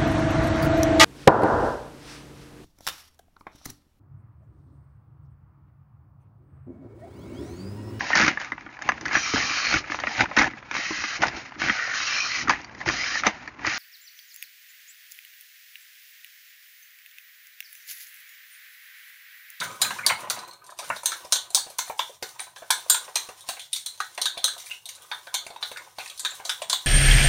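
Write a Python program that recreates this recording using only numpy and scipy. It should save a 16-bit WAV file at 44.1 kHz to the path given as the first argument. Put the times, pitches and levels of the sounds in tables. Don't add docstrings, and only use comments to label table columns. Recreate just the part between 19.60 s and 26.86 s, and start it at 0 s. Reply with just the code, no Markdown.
import sys
import numpy as np
from scipy import signal
from scipy.io import wavfile
from scipy.ndimage import uniform_filter1d, minimum_filter1d

SR = 44100
rng = np.random.default_rng(int(sys.argv[2]) if len(sys.argv) > 2 else 0)


def master(y):
    cut = np.clip(np.atleast_2d(y).T, -1, 1)
    pcm = np.round(cut * 32767)
    wavfile.write(sys.argv[1], SR, pcm.astype(np.int16))


def volts_from_decibels(level):
    exponent = np.asarray(level, float) / 20
    return 10 ** exponent


N = 320166
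TIME_S = np.arange(N) / SR


def unit(x):
    return x / np.sqrt(np.mean(x ** 2) + 1e-20)


def in_time(rows):
    start_s, *columns = np.transpose(rows)
    return [np.interp(TIME_S, start_s, column) for column in columns]


def at_hz(points, hz):
    point_hz, value = np.array(points)[:, :2].T
    return np.interp(np.log(hz), np.log(point_hz), value)


def band(x, low_hz, high_hz):
    return signal.sosfilt(signal.butter(2, [low_hz, high_hz], "band", fs=SR, output="sos"), x)


def above(x, edge_hz):
    return signal.sosfilt(signal.butter(4, edge_hz, "high", fs=SR, output="sos"), x)


def add_at(out, start_s, sound):
    out[round(start_s * SR):][:len(sound)] += sound


# pitch_hz [Hz], level_db [dB per Hz]
HUSH_SPECTRUM = [
    (25, -33),
    (60, -8),
    (100, -1),
    (170, -4),
    (240, -46),
    (400, -15),
    (900, -4.5),
    (2000, -49),
    (5000, -22),
    (16000, -15),
]


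def hush():
    edges_hz = 25 * 2 ** (np.arange(29) / 3)
    white = rng.standard_normal((2, N))
    total = np.zeros(N)
    for k, (low, high) in enumerate(zip(edges_hz, edges_hz[1:])):
        centre_hz = np.sqrt(low * high)
        total += volts_from_decibels(at_hz(HUSH_SPECTRUM, centre_hz)) * band(white[k % 2], low, high)
    return volts_from_decibels(-66) * unit(total)


# start_s [s], level_db [dB]
RUMBLE_LEVEL = [(0.0, -40), (0.18, -58), (0.26, -43), (0.44, -55), (0.51, -40.5), (0.58, -51), (.8, -52.5),
                (.88, -67), (.96, -69), (1.05, -84), (1.23, -75), (1.31, -44), (1.43, -74), (4.83, -87),
                (6.95, -77), (7.1, -60), (7.26, -80)]


def rumble():
    white = rng.standard_normal((2, N))
    deep = unit(band(band(white[0], 82, 116), 95, 180))
    upper = unit(band(band(white[1], 130, 243), 92, 400))
    return volts_from_decibels(in_time(RUMBLE_LEVEL)[0] - 5.5) * unit(deep + volts_from_decibels(5.0) * upper)


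# pitch_hz [Hz], t60_s [s], echo_db [dB energy above the direct sound]
ROOM = [
    (199, 0.16, -1),
    (440, 0.18, 0),
    (880, 0.25, 2),
    (1930, 0.23, 6.5),
    (3500, 0.24, 5),
    (7000, 0.22, 4),
    (14000, 0.2, 2.5),
]


def kitchen(x):
    gap_s, build_s, pattern_s = 0.0023, 0.0002, 0.31
    t = np.arange(SR // 2) / SR
    rise = 1 - np.exp(-np.maximum(t - gap_s, 0) / build_s)
    hz, _, echo_db = np.transpose(ROOM)
    turn = (TIME_S // pattern_s) % 3
    out = np.zeros(N)
    for k, white in enumerate(rng.standard_normal((3, len(t)))):
        tail = np.zeros(len(t))
        for centre_hz in 110 * 2 ** np.arange(8):
            octave = band(white, centre_hz / np.sqrt(2), centre_hz * np.sqrt(2))
            dying = unit(octave * volts_from_decibels(-60 * t / at_hz(ROOM, centre_hz)) * rise)
            wet = volts_from_decibels(np.interp(np.log(centre_hz), np.log(hz), echo_db))
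            tail += wet * dying * np.sqrt(centre_hz / SR / len(t))
        out += signal.fftconvolve(x * (turn == k), np.sqrt(2) * tail)[:N]
    return out


# start_s [s], scrape_db [dB], paste_db [dB]
PRESSURE = [(0.0, -46.5, -46.5), (0.35, -44, -48), (0.7, -51, -48), (1.0, -72, -56), (1.3, -44.5, -53),
            (1.85, -52.5, -56), (2.25, -51, -63.5), (2.55, -54.5, -63), (3.2, -49, -54.5),
            (3.75, -50.5, -57.5), (4.2, -48.5, -70), (4.7, -54.5, -58), (5.1, -48.5, -58.5),
            (5.4, -55, -61.5), (5.9, -55, -60), (6.3, -55, -60), (6.65, -49.5, -57), (7.26, -47.5, -56.5)]
# share of the stroke [0-1], level_db [dB]
STROKE = [
    (0.0, 5.5),
    (0.45, -2.5),
    (0.7, -2),
    (0.9, -9.5),
    (1.0, 2.5),
]
# start_s [s], half_length_s [s], lost_db [dB]
STALLS = [
    (0.992, 0.05, 7.5),
    (1.158, 0.013, 9),
    (2.59, 0.027, 17),
    (2.921, 0.054, 11.5),
    (3.794, 0.074, 3),
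    (4.094, 0.015, 17),
    (5.24, 0.067, 11),
    (6.368, 0.017, 4),
    (5.473, 0.059, -3),
    (6.574, 0.022, 7),
]


def drag_levels():
    starts = [row[0] for row in CLINKS] + [N / SR + 0.052]
    share = np.interp(TIME_S, starts, np.arange(len(starts))) % 1
    swell_db = np.interp(share, *np.transpose(STROKE))
    scrape_db, paste_db = in_time(PRESSURE)
    lost_db = np.zeros(N)
    for start_s, half_length_s, level_db in STALLS:
        lost_db += level_db * np.exp(-((TIME_S - start_s) / half_length_s) ** 2)
    return paste_db + 0.96 * swell_db - lost_db, scrape_db + swell_db - lost_db


def drag(groups, level_db, slips_per_s, spread_db, clump_db=6):
    size = np.minimum(rng.exponential(1, N), np.pi)
    slips = (rng.random((3, N)) < slips_per_s / SR) * volts_from_decibels(spread_db * size) * rng.choice([-1, 1], N)
    knots = rng.standard_normal((3, N // 900 + 2))
    clumps = np.array([np.interp(np.arange(N) / 900, np.arange(len(k)), k) for k in knots])
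    slips *= volts_from_decibels(clump_db * clumps)
    out = np.zeros(N)
    for k, (hz, mode_db, t60_s) in enumerate(np.concatenate(groups)):
        radius, turn = volts_from_decibels(-60 / (t60_s * SR)), 2 * np.pi * hz / SR
        resonator = [0, np.sin(turn)], [1, -2 * radius * np.cos(turn), radius ** 2]
        out += volts_from_decibels(mode_db) * signal.lfilter(*resonator, slips[k % 3] + 1e-18)
    return volts_from_decibels(level_db) * unit(out)


def grit(scrape_db):
    cracks_per_s = 200
    size = np.minimum(rng.exponential(1, N), 4)
    cracks = (rng.random(N) < cracks_per_s / SR) * volts_from_decibels(3.4 * size) * rng.choice([-1, 1], N)
    return volts_from_decibels(scrape_db - 16.5) * unit(band(cracks, 1700, 13500))


# start_s [s], length_s [s], level_db [dB], pitch_hz [Hz]
SKIDS = [(0.67, 0.18, -59, 4900), (3.807, 0.026, -64, 3830), (5.096, 0.046, -35.5, 2710),
         (5.415, 0.017, -50, 3320), (6.7, 0.016, -41, 7400), (6.455, 0.092, -51, 2560),
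         (1.5, 0.11, -58, 1140), (0.43, 0.019, -35, 2170), (2.8, 0.0091, -30, 9500),
         (7.119, 0.023, -32, 3760), (6.39, 0.033, -36.5, 2500), (0.41, 0.018, -43, 1200),
         (3.303, 0.016, -37, 4200), (5.75, 0.025, -34, 3350)]


def skids():
    slips_per_s, half_width = 1300, 0.061
    t, out = np.arange(SR // 4) / SR, np.zeros(N + SR)
    for start_s, length_s, level_db, pitch_hz in SKIDS:
        swell = np.sin(np.pi * np.clip(t / length_s, 0, 1))
        odds, size = rng.random((2, len(t)))
        slips = (odds < slips_per_s / SR) * (2 * size - 1)
        squeal = unit(band(slips, pitch_hz * (1 - half_width), pitch_hz * (1 + half_width)))
        add_at(out, start_s, volts_from_decibels(level_db) * swell * squeal)
    return out[:N]


# start_s [s], level_db [dB peak], pitch_hz [Hz]
THUMPS = [(1.3, -27.5, 563), (1.648, -37, 565), (2.066, -36.5, 470), (2.298, -27.5, 643),
          (2.625, -27.5, 550), (3.021, -37, 641), (3.689, -31, 643), (3.888, -29.5, 721), (4.773, -32, 641),
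          (5.865, -33.5, 641), (5.903, -35.5, 641), (5.96, -45, 659), (6.115, -33.5, 560),
          (6.384, -31, 799), (6.799, -37, 649)]


def thumps():
    cycles = 4.3
    t, out = np.arange(SR // 40) / SR, np.zeros(N + SR)
    for start_s, level_db, pitch_hz in THUMPS:
        fade_db = -60 * t * pitch_hz / (2 * cycles)
        add_at(out, start_s, volts_from_decibels(level_db - 1 + fade_db) * np.sin(2 * np.pi * pitch_hz * t))
    return out[:N]


# start_s [s], level_db [dB], pitch_hz [Hz lowest ring], upper_db [dB above it]
PINGS = [(0.2175, -24, 4850, -5), (0.7, -34, 4620, -3), (0.7897, -29, 4030, -7), (0.849, -37, 4100, -10),
         (0.885, -37, 4150, -10), (0.9113, -31.5, 4250, -12), (0.934, -48, 4200, -7),
         (1.9475, -20, 4440, 7), (2.6265, -42, 4500, -13), (3.5565, -37, 4250, -10), (5.743, -26, 4280, 2),
         (6.596, -30, 8500, -5), (6.896, -28, 3740, -11), (7.13, -34, 3530, -9)]
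# pitch_hz [Hz], level_db [dB]
SPOON = [
    (6120, -1),
    (8500, 0),
]


def pings():
    t60_s, rise_s = 0.02, 0.00049
    t, out = np.arange(SR // 10) / SR, np.zeros(N + SR)
    envelope = volts_from_decibels(-60 * t / t60_s) * (1 - np.exp(-t / rise_s))
    for start_s, level_db, pitch_hz, upper_db in PINGS:
        rings = np.sin(2 * np.pi * pitch_hz * t)
        for ring_hz, ring_db in SPOON:
            rings += volts_from_decibels(upper_db + ring_db) * np.sin(2 * np.pi * ring_hz * t)
        add_at(out, start_s, volts_from_decibels(level_db) * envelope * rings)
    return out[:N]


# start_s [s], level_db [dB peak]
TICKS = [(0.2156, -16), (0.4636, -12), (0.7002, -18), (0.8794, -32), (1.188, -31), (1.4566, -19),
         (1.947, -8), (2.185, -14), (2.2967, -25), (2.6254, -28), (3.299, -6), (3.5563, -20), (4.2602, -27),
         (4.6154, -26), (4.8423, -15), (5.0554, -37), (5.0988, -30), (5.1124, -41), (5.1174, -44),
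         (5.2879, -30), (5.423, -33), (5.6351, -42), (6.0277, -40), (6.1145, -37), (7.0968, -27)]


def ticks():
    out = np.zeros(N)
    start_s, level_db = np.transpose(TICKS)
    out[(start_s * SR).astype(int)] = volts_from_decibels(level_db + 8.5)
    return above(out + 1e-18, 6000)


def colour(usual_db, db_per_octave, favoured_hz, usual_hz):
    return usual_db + db_per_octave * np.log2(favoured_hz / usual_hz)


def strike(blows, groups, longest_s, offset_db, others_up_db, favour_db, scatter_db, detune, contact_s, chatter_s):
    hz, mode_db, t60_s = np.concatenate(groups).T[:, :, None]
    in_group = np.repeat(np.eye(len(groups)), [len(group) for group in groups], axis=1)
    t = np.arange(SR // 40) / SR
    clean, chattered = np.zeros((2, N + SR))
    decay_db = -60 * t / np.minimum(t60_s, longest_s)
    antiphase = (-1) ** np.arange(len(hz))[:, None]
    rise = (1 - np.exp(-t / contact_s)) ** 2 * antiphase
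    for start_s, first_db, *others_db, favoured_hz in blows:
        size, shift = rng.standard_normal((2, len(hz), 1))
        pitch_hz = hz * (1 + detune * shift)
        octaves_off = np.minimum(abs(np.log2(hz / favoured_hz)), 1)
        level_db = mode_db + scatter_db * size - 12 * octaves_off
        nearest = np.argmin(abs(hz - favoured_hz))
        pitch_hz[nearest] = favoured_hz
        level_db[nearest] += min(favour_db, 4)
        rings = in_group @ (rise * volts_from_decibels(level_db + decay_db) * np.sin(2 * np.pi * pitch_hz * t))
        group_db = first_db + offset_db + np.r_[0, np.add(others_db, others_up_db)]
        blow = volts_from_decibels(group_db) / np.linalg.norm(rings, axis=1) @ rings
        add_at(clean, start_s, blow)
        touches = rng.standard_normal(len(t)) ** 3 * np.exp(-t / chatter_s)
        touches[0] = 34.2
        add_at(chattered, start_s, signal.fftconvolve(blow, touches / np.linalg.norm(touches)))
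    return np.array([clean[:N], chattered[:N]])


# start_s [s], hollow_db [dB], thud_db and
# rim_db [dB above hollow], pitch_hz [Hz favoured]
KNOCKS = [(0.013, -31, -23, 4.5, 1460), (0.217, -27, -9, -2, 1280), (0.387, -28, -21, -2.5, 1130),
          (0.464, -27, -5.5, -5, 1130), (0.5003, -13, -14.5, -10, 1075), (0.703, -27.5, -10, -3.5, 1369),
          (1.19, -27.5, -8.5, -10.5, 830), (1.301, -18, -13, -7, 1000), (1.433, -28.5, -14, -20, 1000),
          (1.457, -31.5, -17, -4.5, 880), (1.723, -27.5, -8, -4, 1110), (1.946, -26, -7, -15, 780),
          (2.189, -23.5, -26, -8.5, 1010), (2.298, -24.5, -7.5, -16, 906), (2.393, -17.5, -17, -15.5, 1110),
          (2.625, -33, -1, -0.5, 490), (3.103, -15, -28, -7, 1490), (3.298, -26, -10.5, -1.5, 1490),
          (3.479, -32, -7.5, -14, 1010), (3.557, -25.5, -12.5, -1, 2412), (3.888, -27.5, -4.5, -5, 750),
          (4.402, -22, -16, -6.5, 1277), (4.577, -27.5, -5, -5, 1010), (4.772, -36.5, 0.5, -2, 695),
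          (5.514, -22, -31, -8.5, 1520), (5.742, -28, -16, -4.5, 1010), (6.026, -30, -9, -5, 1440),
          (6.384, -31.5, -2, -6, 883), (6.649, -24, -27, -5.5, 1500), (7.018, -28.5, -4.5, -8.5, 628),
          (7.097, -35, -7.5, -1, 1490),
          (0.4936, -30.5, -21, 6, 1880), (0.592, -36, -22, -13, 1000), (0.672, -38.5, 0, -8, 894),
         (0.763, -36, -14, -6, 1130), (0.828, -36, -25, -27, 1080), (1.091, -40, -5, -11.5, 1010),
         (1.12, -37, -11.5, -27, 1130), (1.359, -35, -8.5, -11, 1160), (1.505, -40, -23, -4, 980),
         (1.648, -42, 4, -10, 585), (1.904, -45, 0.5, -12, 990), (2.066, -50, 9.5, -2, 447),
         (2.101, -51.5, 5.5, -10, 574), (2.274, -42, -4, -7, 1210), (2.494, -46.5, 7, -17, 550),
         (2.76, -44, -25, -13, 1170), (2.794, -39.5, -2.5, 2, 779), (2.868, -40.5, -7, -12, 870),
         (2.961, -42.5, -9, -4, 1010), (3.022, -37.5, -2.5, -13, 605), (3.262, -53, 8, -6, 605),
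         (3.84, -46, -13, -20, 1010), (3.968, -44.5, 0.5, 2.5, 762), (4.263, -45, -28, -5.5, 1490),
         (4.84, -33.5, -4.5, -5, 1410), (4.964, -40, -4.5, -25, 970), (5.065, -57, -23, 13, 2360),
         (5.259, -53.5, 1, -12, 800), (5.379, -53, -6, -4, 1470), (5.669, -38, -4, -3.5, 1490),
         (5.866, -42.5, 1.5, 3, 616), (5.904, -46, 6.5, -9, 620), (6.007, -46, -11, -12, 1160),
         (6.115, -40, -0.5, -3, 586), (6.16, -54, -10, 13, 1480), (6.256, -62, 6, -12, 530),
         (6.273, -50, -4, -12, 945), (6.716, -47, 0, 1, 770), (6.799, -37.5, -4, -7, 1010),
         (6.849, -38.5, -2.5, -15, 720)]
# start_s [s], glass_db [dB], glass_hz [Hz], body_db [dB], body_hz [Hz]
BLOWS_ON_BOTH = [(0.247, -35, 4170, -25.5, 1510), (0.306, -28, 4160, -24, 1290), (0.5, -32, 2820, -27.5, 2200),
                 (1.519, -23, 3670, -27.5, 1366), (1.7573, -16.5, 3446, -29.5, 896),
                 (1.974, -37, 3600, -29.5, 1030), (3.3447, -15, 3880, -24.5, 1450),
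                 (4.161, -20.5, 5570, -48, 2570), (4.656, -12.5, 3753, -28, 1520),
                 (4.8784, -21.5, 3500, -33, 1490), (5.1093, -31.5, 3720, -46.5, 2780),
                 (5.2894, -25.5, 5550, -50, 2680), (6.171, -30.5, 4670, -36.5, 1810),
                 (6.4587, -36, 9500, -47, 2580), (6.5945, -24, 7900, -47, 1570), (6.894, -13, 3417, -25.5, 1480),
                 (7.129, -10, 3500, -24.5, 1040), (1.2924, -37, 10000, -69, 1000),
                 (2.6877, -37, 6120, -59, 1000), (3.689, -38, 6200, -32, 763), (4.376, -39, 4270, -55, 1000),
                 (4.547, -43, 9200, -60, 1000), (5.961, -38.5, 3770, -36.5, 930)]


def body_blows():
    blows = KNOCKS
    for start_s, _, _, level_db, pitch_hz in BLOWS_ON_BOTH:
        thud_db = colour(-10.5, -11, pitch_hz, 1000)
        rim_db = colour(-12, 14.4, max(pitch_hz, 1000), 1000)
        blows = blows + [(start_s, level_db, thud_db, rim_db, pitch_hz)]
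    return blows


# pitch_hz [Hz], level_db [dB], t60_s [s]
BOWL = [
    [(1010, 8.5, 0.032), (1130, -2.5, 0.081), (1244, 3.5, 0.028)],
    [(359.5, -12, 0.11), (447, -4, 0.0076), (574, -3, 0.047), (709, 4, 0.0083), (796, -4, 0.018)],
    [(1490, -4.5, 0.04), (1850, -7, 0.02), (2058, -13, 0.014), (2274, -1, 0.016), (2560, -2.5, 0.024),
     (2850, -3.5, 0.0093)],
]


def bowl_body(paste_db):
    knocks = strike(body_blows(), BOWL, longest_s=0.013, offset_db=19.0, others_up_db=5, favour_db=12,
                    scatter_db=3.0, detune=0.033, contact_s=0.00082, chatter_s=0.0063)
    return above(knocks + drag(BOWL, paste_db + 4.5, slips_per_s=1200, spread_db=2.8), 357)


# start_s [s], lower_db [dB], middle_db and upper_db [dB above lower], pitch_hz [Hz favoured]
CLINKS = [(0.0014, -19, -11, -12, 4680), (0.2168, -6, -9.5, -9.5, 4800), (0.4637, -4.5, -11.5, -9, 4600),
          (0.6993, -13.5, -8, -8.5, 4560), (1.1886, -21, -6, -9.5, 5040), (1.4578, -12.5, -3, -4, 5705),
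          (1.723, -5.5, -5, -6.5, 4170), (1.947, -6.5, -4, -3, 4540), (2.186, -15.5, -3, -7, 6170),
          (2.392, -17, -11, -17.5, 3400), (2.6259, -22, -8, -10, 4570), (2.7938, -24.5, -13, -12, 3940),
          (2.961, -34, -11, -16, 3500), (3.1047, -8.5, -7, -4, 3670), (3.298, -5.5, -2, 0.5, 8440),
          (3.556, -11, -6, -9, 6230), (3.888, -18, -11, -6.5, 4420), (4.13, -17, -10.5, -1, 9570),
          (4.2616, -17, -12, -8, 4050), (4.4026, -20, -12, -15, 4000), (4.6155, -10.5, -10, -9.5, 4010),
          (4.8418, -6, -9.5, -8, 4120), (5.2558, -29, -12, -4.5, 3750), (5.515, -22.5, -21, -22, 3640),
          (5.7414, -12, -7.5, -12.5, 4170), (6.027, -14.5, -22, -27, 3950), (6.385, -23.5, -20, -19, 3910),
          (6.649, -17.5, -8, -13.5, 3750), (6.851, -22, -5.5, -10, 4040), (7.0975, -12, -7.5, -9.5, 4730)]
# deep_db [dB above lower], top_db [dB above upper]
SHADES = [(-12, -12), (-25, -3), (-20, -6.5), (-20, 0), (-27, -10), (-28, -3.5), (-18, -10), (-18.5, -10),
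          (-11, -4), (1, -2), (-21, -3), (-18, -10), (-5, -7), (-7, -5.5), (-13, -8), (-13, -4), (-18, -5),
          (-6.5, -10), (-17, -9), (-14, -3), (-17, -11), (-21, -9), (-7, -7), (-2, -6), (-9, -2),
          (-10.5, -5), (-17, 0), (-2, -5), (-15, -9), (-11, -12)]
# start_s [s], lower_db [dB], upper_db [dB above lower], pitch_hz [Hz favoured]
GRAZES = [(0.133, -52, -4, 9300), (0.373, -46, -3, 6500), (0.605, -40.5, 3, 9100),
          (0.7904, -31.5, -11, 5000), (0.881, -45, -4, 7000), (0.933, -42.5, -5.5, 5100),
          (1.042, -45.5, -2.5, 8800), (1.065, -40.5, -4, 9100), (1.102, -38.5, -5.5, 9200),
          (1.177, -44, -6, 5040), (1.3627, -28, -15, 5500), (1.433, -42, 6.5, 9700), (1.648, -37, -6, 5100),
          (1.903, -34, -2, 9600), (2.101, -37.5, -3.5, 6290), (2.28, -34, -4, 4010), (2.377, -51, 8, 7000),
          (2.397, -35, -14, 3240), (2.495, -50, 1, 5500), (2.827, -47, 4, 3840), (2.982, -44, -1, 9400),
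          (3.8076, -39.5, -1, 3840), (3.995, -31, -5, 2700), (4.0163, -34, -10, 4020),
          (4.577, -24.5, -9, 4100), (4.776, -21.5, -13.5, 3590), (4.98, -33, -5.5, 3470),
          (4.1225, -42, -10, 3900), (5.043, -42, -18, 4000), (5.0605, -34.5, -4.5, 9100),
          (5.351, -38, -2.5, 9260), (5.421, -46, 0, 3220), (5.6696, -35.5, -15, 3540),
          (5.865, -33.5, -3, 9200), (5.904, -36, -16, 3700), (6.115, -32, -7, 3830),
          (6.4764, -30, -9, 7150), (6.498, -28, -9, 3900), (6.5767, -31, -6.5, 6400),
          (7.0184, -24.5, -6.5, 3340)]


def glass_blows():
    blows = []
    for (start_s, lower_db, middle_db, upper_db, pitch_hz), (deep_db, top_db) in zip(CLINKS, SHADES):
        blows.append((start_s, lower_db, deep_db, middle_db, upper_db, upper_db + top_db, pitch_hz))
    light = [(start_s, lower_db, upper_db - 3.5, upper_db, pitch_hz)
             for start_s, lower_db, upper_db, pitch_hz in GRAZES]
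    for start_s, level_db, pitch_hz, _, _ in BLOWS_ON_BOTH:
        middle_db = colour(-10, 5, pitch_hz, 4000)
        upper_db = colour(-11, 7.8, pitch_hz, 4000)
        light.append((start_s, level_db, middle_db, upper_db, pitch_hz))
    for start_s, lower_db, middle_db, upper_db, pitch_hz in light:
        deep_db = colour(-9, -17, pitch_hz, 4000)
        blows.append((start_s, lower_db, deep_db, middle_db, upper_db, upper_db - 5.5, pitch_hz))
    return blows


# pitch_hz [Hz], level_db [dB], t60_s [s]
GLASS = [
    [(3922, -8, 0.023), (4210, -10, 0.016), (4203, 4.5, 0.0047), (4618, -9, 0.017), (4897, -3, 0.0056)],
    [(3353, 11, 0.0013), (3606, -1.5, 0.012)],
    [(5500, 3, 0.0046), (5570, 18.5, 0.0016), (5890, 12.5, 0.0036), (6320, 10, 0.0043), (6880, 6, 0.0042),
     (7280, 8, 0.0045)],
    [(8030, -4, 0.019), (8620, 8.5, 0.0047), (9100, 2.5, 0.027), (9600, 18.5, 0.0023), (8900, 2, 0.015)],
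    [(10560, 1.5, 0.0059), (11280, -1.5, 0.018), (11970, -10.5, 0.013), (13000, 8, 0.0017),
     (14700, 8, 0.002)],
]


def glass_wall(scrape_db):
    clinks = strike(glass_blows(), GLASS, longest_s=0.011, offset_db=12.5, others_up_db=5.5, favour_db=13.5,
                    scatter_db=0.0, detune=0.027, contact_s=0.00028, chatter_s=0.009)
    return above(clinks + drag(GLASS, scrape_db, slips_per_s=3000, spread_db=3.6), 1820)


def scene():
    paste_db, scrape_db = drag_levels()
    small_sounds = grit(scrape_db) + skids() + thumps() + pings() + ticks()
    clean, chattered = bowl_body(paste_db) + glass_wall(scrape_db) + small_sounds
    return (hush() + rumble() + kitchen(clean) + chattered)[None]


def top_cut(x):
    return signal.sosfilt(signal.butter(12, 17030, fs=SR, output="sos"), x)


def record(dry):
    limit, cutoff_hz = 0.97, 15900
    room_left = minimum_filter1d(np.minimum(1, limit / (abs(dry) + 1e-9)), size=177)
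    held = dry * uniform_filter1d(room_left, size=89)
    low_pass = signal.cheby2(10, 40, cutoff_hz * 1.03, fs=SR, output="sos")
    return top_cut(signal.sosfilt(low_pass, held))


dry = scene()
out = record(dry)
master(out)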